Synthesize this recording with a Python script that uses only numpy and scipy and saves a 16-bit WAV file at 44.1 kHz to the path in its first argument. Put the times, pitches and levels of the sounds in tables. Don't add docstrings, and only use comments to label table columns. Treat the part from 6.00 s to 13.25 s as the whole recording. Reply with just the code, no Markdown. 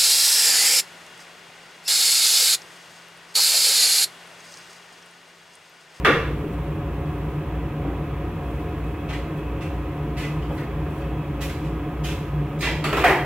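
import sys
import numpy as np
from scipy import signal
from scipy.fft import rfft, irfft, next_fast_len
from scipy.io import wavfile
from scipy.ndimage import uniform_filter1d, minimum_filter1d

SR = 44100
rng = np.random.default_rng(int(sys.argv[2]) if len(sys.argv) > 2 else 0)


def unload_audio(sound):
    columns = np.transpose(np.atleast_2d(sound))
    steps = np.round(np.clip(columns, -1, 1) * 32767)
    wavfile.write(sys.argv[1], SR, steps.astype(np.int16))


N = 319725

# frequency_hz, gain_db
AIR_SPECTRUM = [(30, -23), (50, -11), (64, -2), (76, 3.5), (112, -5.5), (165, -5), (195, -13.5),
                (265, -17.5), (400, -9), (640, -23.5), (1100, -19), (1450, -25), (2600, -28), (4700, -47)]
# pitch_hz, width_hz, gain_db
HOUSING_MODES = [(156, 20, 6), (221.6, 20, 8), (294, 13.7, 11), (315.5, 43, 12.5), (430, 14, 4.5),
                 (552, 32.4, 12), (717, 69, 12.5), (984, 157, 4.5), (1260, 13, 10.5), (1647, 46, 4),
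                 (3327, 42, 10)]
# time_s, level_db
BOOM_LEVELS = [(0, -32), (2.15, -33), (2.4, -37.5), (3.9, -36), (4.15, -29.5), (4.7, -32.5), (6.25, -31.5),
               (6.4, -24.5), (6.55, -32.5), (7.25, -30.5)]
WHINE_LEVELS = [(0, -59), (1.2, -63), (1.75, -57.5), (2.2, -60), (2.7, -56.5), (5.2, -56.5), (6.2, -62),
                (7.25, -65)]
# harmonic_number, level_db
MAINS_HARMONICS = [(1, -35.6), (2, -49.8)]
SHAFT_HARMONICS = [(1, -36.3), (3, -47.6), (4, -50), (5, -42.5), (8, -53)]
# frequency_hz, gain_db
HISS_SPECTRUM = [(1000, -0.5), (8000, -13.5), (12000, -6), (15500, -4.5)]

# start_s, level_db, contact_s, tilt_db_per_octave
LATCH_BLOWS = [(.0478, -18, 0.0093, 4), (.054, -19.5, .003, 1.5), (.065, -20.5, 0.0018, -4.5),
               (.077, -20, 0.007, -7.5), (.121, -31, 0.0031, 1), (.19, -38, 0.016, -8.5),
               (.435, -32, 0.012, -18.5)]
THUMP_BLOWS = [(1.85, -31, 0.05, -1), (4.505, -35, .0005, -2), (4.866, -37, 0.00088, 0)]
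CLINK_BLOWS = [(6.841, -33, 0.0049, -2)]
RATTLE_BLOWS = [(6.843, -28, 0.01, -0.5), (6.885, -33, 0.0079, -1), (6.9285, -24, .003, -0.5),
                (6.968, -25, 0.018, 0.5), (7.0, -30, .006, 0.5)]
BENCH_BLOWS = [(7.0405, -16.5, 0.0035, 1), (7.048, -19.5, .002, 1.5), (7.078, -20, .004, 0.5),
               (7.095, -22, 0.0014, 0)]
# middle_s, level_db, length_s
ARM_MOVES = [(.4, -59, 0.91), (1.2, -63, .6), (2.57, -61, 0.51), (2.87, -62, .2), (3.38, -58, .16),
             (4.58, -54, 0.22), (4.98, -59, .3)]
# start_s, level_db, slide_s, tilt_db_per_octave, rasp_hz
SCUFFS = [(3.083, -39, 0.013, -4, 2580), (3.125, -40.5, 0.005, -3, 2180), (3.604, -43.5, 0.012, -2.5, 2570),
          (4.163, -37, 0.019, -0.5, 2500), (4.228, -38.5, 0.0077, -5.5, 2310),
          (4.42, -49.5, 0.0019, -4.5, 2900), (4.578, -41, 0.0025, -8, 1930), (5.0, -51, 0.0066, -6.5, 3050),
          (5.406, -36.5, 0.01, 2.5, 2190), (5.495, -43.5, 0.0021, -3, 1200),
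          (5.635, -51.5, 0.0098, -1, 2600), (6.036, -36.5, 0.01, 1, 2850), (6.08, -40, 0.011, -0.5, 2700)]
# start_s, level_db, slide_s, tilt_db_per_octave
DRAG_SLIDES = [(6.585, -48, 0.009, 9), (6.607, -35.5, 0.0021, 4), (6.622, -26.5, 0.009, 0),
               (6.668, -28, 0.0031, -3.5)]

# frequency_hz, gain_db
HOOD_SPECTRUM = [(120, -18), (280, -10), (460, 0), (620, -8), (850, -11), (1200, -1), (1900, -5),
                 (2700, -14), (3600, -22.5), (4600, -29), (8000, -43), (15500, -53)]
CLOTH_SPECTRUM = [(1000, -10), (3000, 4), (6000, -3), (9000, 0), (15000, -1)]
THUMP_SPECTRUM = [(100, -17), (300, 10.5), (700, -1), (1300, -7.5), (3000, -27), (15500, -69)]
SOLE_SPECTRUM = [(150, -29), (500, -14.5), (1000, -11.5), (1500, -7.5), (2000, -5), (2900, -5.5),
                 (3900, -10.5), (5500, -13.5), (8000, -16.5), (11000, -20), (15500, -24)]
DRAG_SPECTRUM = [(200, -11), (520, -7), (900, -9.5), (1450, -11), (1650, -4.5), (2000, 0.5), (2550, -1),
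                 (3200, -6.5), (3650, -7.5), (4300, -12), (7000, -20), (10000, -28), (15500, -34)]
CLINK_SPECTRUM = [(1000, -11), (2800, 6), (5500, -9), (9000, -15), (15500, -14)]
RATTLE_SPECTRUM = [(150, -11), (350, 3), (700, -5.5), (950, -5), (2000, -4.5), (2800, -8), (3800, -17),
                   (6000, -26.5), (10000, -31.5), (15500, -31)]
BENCH_SPECTRUM = [(120, -9), (250, -6), (380, 2.5), (750, 0), (1100, -0.5), (2000, -2.5), (2700, -7),
                  (3400, -20.5), (4200, -21), (6500, -30), (10000, -33), (15500, -34)]
# pitch_hz, width_hz, gain_db
HOOD_RESONANCES = [(308, 29, 12), (423, 13, 4), (469, 35, 5), (1166, 29, 9), (1420, 34, 4), (1590, 30, 5),
                   (1665, 48, 8.5), (1760, 87, 4), (1886, 30, 7.5), (2140, 95, 9.5), (2380, 44, 4),
                   (2630, 32, 10.5), (2700, 62, 13), (2850, 40, 4), (3280, 75, 8), (3490, 91, 10.5),
                   (3640, 60, 7)]
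CLINK_RESONANCES = [(4500, 590, 13), (7760, 750, 15), (10700, 1000, 13)]
RATTLE_RESONANCES = [(1200, 70, 5), (1330, 90, 7), (1925, 56, 6)]
BENCH_RESONANCES = [(355, 19, 8.5), (385.4, 12, 10.5), (527, 26, 5.5), (716, 75, 10.5), (830, 24, 5),
                    (922, 27, 3), (1233, 27, 1), (1670, 40, 2.5), (1945, 190, 6), (3230, 80, 10)]

# frequency_hz, t60_s
GARAGE_DECAY = [(150, 0.42), (500, 0.68), (1400, 0.52), (3500, 0.59), (8000, 0.55), (15000, 0.62)]
# frequency_hz, side_over_mid_db
PORT_SPREAD = [(60, -81), (150, -39.5), (320, -20), (700, -15.5), (1400, -10.5), (2600, -10.5), (4500, 1.5),
               (9000, -4), (15000, 10)]
# frequency_hz, left_over_right_db
PORT_BALANCE = [(700, 0.3), (1400, -0.3), (2600, -1.4), (4000, -4.5), (8000, -0.5), (14000, 0.7)]


def from_db(db):
    return 10 ** (np.asarray(db) / 20)


def unit_rms(x):
    return x / np.sqrt(np.mean(x ** 2) + 1e-20)


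def curve_at(points, hz):
    point_hz, value = np.transpose(points)
    return np.interp(np.log(hz + 1), np.log(point_hz + 1), value)


def slow_gain(levels):
    return from_db(np.interp(np.arange(N) / SR, *np.transpose(levels)))


def body_db(spectrum, modes, hz):
    peaks_db = sum(db / (1 + (2 * (hz - pitch) / width) ** 2) for pitch, width, db in modes)
    return curve_at(spectrum, hz) + peaks_db


def diffuse(gain_db=lambda hz: 0, size=N):
    padded = next_fast_len(size)
    hz = np.fft.rfftfreq(padded, 1 / SR)
    mid, side = rfft(rng.standard_normal((2, padded)))
    spread = from_db(curve_at(PORT_SPREAD, hz))
    ports = np.array([mid + spread * side, mid - spread * side]) / np.sqrt(1 + spread ** 2)
    return irfft(ports * from_db(gain_db(hz)), padded)[:, :size]


def narrow_band(pitch_hz, width_hz):
    return unit_rms(diffuse(lambda hz: -20 * np.log10(1 + (2 * (hz - pitch_hz) / width_hz) ** 2)))


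def fan(level_db=-30, rolloff_hz=6500):
    def colour_db(hz):
        return body_db(AIR_SPECTRUM, HOUSING_MODES, hz) - 10 * np.log10(1 + (hz / rolloff_hz) ** 4)
    return from_db(level_db) * unit_rms(diffuse(colour_db))


def fan_boom():
    band = narrow_band(pitch_hz=148.7, width_hz=16)
    running_rms = np.sqrt(uniform_filter1d(band[0] ** 2, size=16000))
    return band / running_rms * slow_gain(BOOM_LEVELS)


def fan_whine():
    return narrow_band(pitch_hz=2564, width_hz=37) * slow_gain(WHINE_LEVELS)


def motor(mains_hz=60.02, shaft_hz=56.89, in_phase_s=0.299):
    t = np.arange(N) / SR - in_phase_s
    hum = np.zeros(N)
    for hz, harmonics in [(mains_hz, MAINS_HARMONICS), (shaft_hz, SHAFT_HARMONICS)]:
        for number, level_db in harmonics:
            hum += np.sqrt(2) * from_db(level_db) * np.cos(2 * np.pi * number * hz * t)
    return hum


def microphone_hiss(level_db=-57.5):
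    return from_db(level_db) * unit_rms(diffuse(lambda hz: curve_at(HISS_SPECTRUM, hz)))


def strike(contact_s, chatter=0.21, bounces_per_s=2500, size=8192):
    t = np.arange(size) / SR
    bounces = rng.standard_normal(size) * (rng.random(size) < bounces_per_s / SR)
    return (t == 0) + chatter * bounces * np.exp(-t / contact_s)


def ring(force, spectrum, modes, tilt, size=16384):
    hz = abs(np.fft.fftfreq(size, 1 / SR))
    octaves = np.log2(np.maximum(hz, 250) / 2000)
    gain = from_db(body_db(spectrum, modes, hz) + tilt * octaves)
    minimum_phase = np.exp(np.conj(signal.hilbert(np.log(gain))))
    response = np.fft.ifft(minimum_phase).real
    return signal.fftconvolve(force, response[:size // 2])


def garage(sound, direct_db, early_db=3, early_s=0.046):
    hz, t, noise = signal.stft(diffuse(size=32768), SR, nperseg=256)
    fade_db = early_db * np.exp(-t / early_s) - 60 * t / curve_at(GARAGE_DECAY, hz)[:, None]
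    tail = signal.istft(noise * from_db(fade_db), SR, nperseg=256)[1]
    response = tail / np.linalg.norm(tail[0])
    direct = from_db(direct_db)
    response[1, 0] += direct
    response[0, 1] += direct
    return signal.fftconvolve(sound[None], response, axes=1)


def play(events, force, spectrum, modes, direct_db):
    mix = np.zeros((2, N))
    for start_s, level_db, duration_s, tilt in events:
        sound = garage(ring(force(duration_s), spectrum, modes, tilt), direct_db)
        size = sound.shape[1]
        sound = from_db(level_db) * unit_rms(sound) * np.sqrt(0.1 * SR / size)
        span = mix[:, round(start_s * SR):][:, :size]
        span += sound[:, :span.shape[1]]
    return mix


def hood():
    return play(LATCH_BLOWS, strike, HOOD_SPECTRUM, HOOD_RESONANCES, direct_db=-18.5)


def jacket(crinkle_db=2.5, stir_db=-74):
    t = np.arange(N) / SR
    power = from_db(stir_db) ** 2
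    for middle_s, level_db, length_s in ARM_MOVES:
        arch = np.cos(np.pi * np.clip((t - middle_s) / length_s, -.5, .5))
        power += (from_db(level_db) * arch) ** 2
    catches = unit_rms(uniform_filter1d(rng.standard_normal(N), size=700))
    rub = diffuse(lambda hz: curve_at(CLOTH_SPECTRUM, hz)) * from_db(crinkle_db * catches)
    return unit_rms(rub) * np.sqrt(power)


def thumps():
    return play(THUMP_BLOWS, strike, THUMP_SPECTRUM, [], direct_db=-10)


def slide(slide_s, grit_db=6, size=12288):
    progress = np.arange(size) / SR / slide_s
    grains = rng.standard_normal(size)
    catches = from_db(grit_db * np.minimum(rng.exponential(1, size), 4))
    return grains * catches * progress * np.exp(-progress)


def steps(rasp_width_hz=750, rasp_db=6):
    return sum(play([scuff], slide, SOLE_SPECTRUM, [(rasp_hz, rasp_width_hz, rasp_db)], direct_db=-11)
               for *scuff, rasp_hz in SCUFFS)


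def bench_drag():
    return play(DRAG_SLIDES, slide, DRAG_SPECTRUM, [], direct_db=-11)


def tool_clink():
    return play(CLINK_BLOWS, strike, CLINK_SPECTRUM, CLINK_RESONANCES, direct_db=-15)


def tool_rattle():
    return play(RATTLE_BLOWS, strike, RATTLE_SPECTRUM, RATTLE_RESONANCES, direct_db=-23)


def bench_knocks():
    return play(BENCH_BLOWS, strike, BENCH_SPECTRUM, BENCH_RESONANCES, direct_db=-17)


def scene():
    room_tone = fan() + fan_boom() + fan_whine() + motor() + microphone_hiss()
    truck_and_floor = hood() + jacket() + thumps() + steps()
    workbench = bench_drag() + tool_clink() + tool_rattle() + bench_knocks()
    return room_tone + truck_and_floor + workbench


def record(dry, ceiling=1.33, cutoff_hz=15850):
    hz = np.fft.rfftfreq(N, 1 / SR)
    lean = from_db(curve_at([(280, 0), *PORT_BALANCE], hz) / 2)
    left_delay = np.exp(-2j * np.pi * hz / SR)
    ports = irfft(rfft(dry) * np.array([lean * left_delay, 1 / lean]), N)
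    held_peaks = -minimum_filter1d(-abs(ports).max(0), size=200)
    envelope = uniform_filter1d(held_peaks, size=200)
    limited = ports / np.sqrt(1 + (envelope / ceiling) ** 2)
    lowpass = signal.firwin(801, cutoff_hz, window=("kaiser", 9), fs=SR)
    return signal.oaconvolve(limited, lowpass[None], "same")


dry = scene()
out = record(dry)
unload_audio(out)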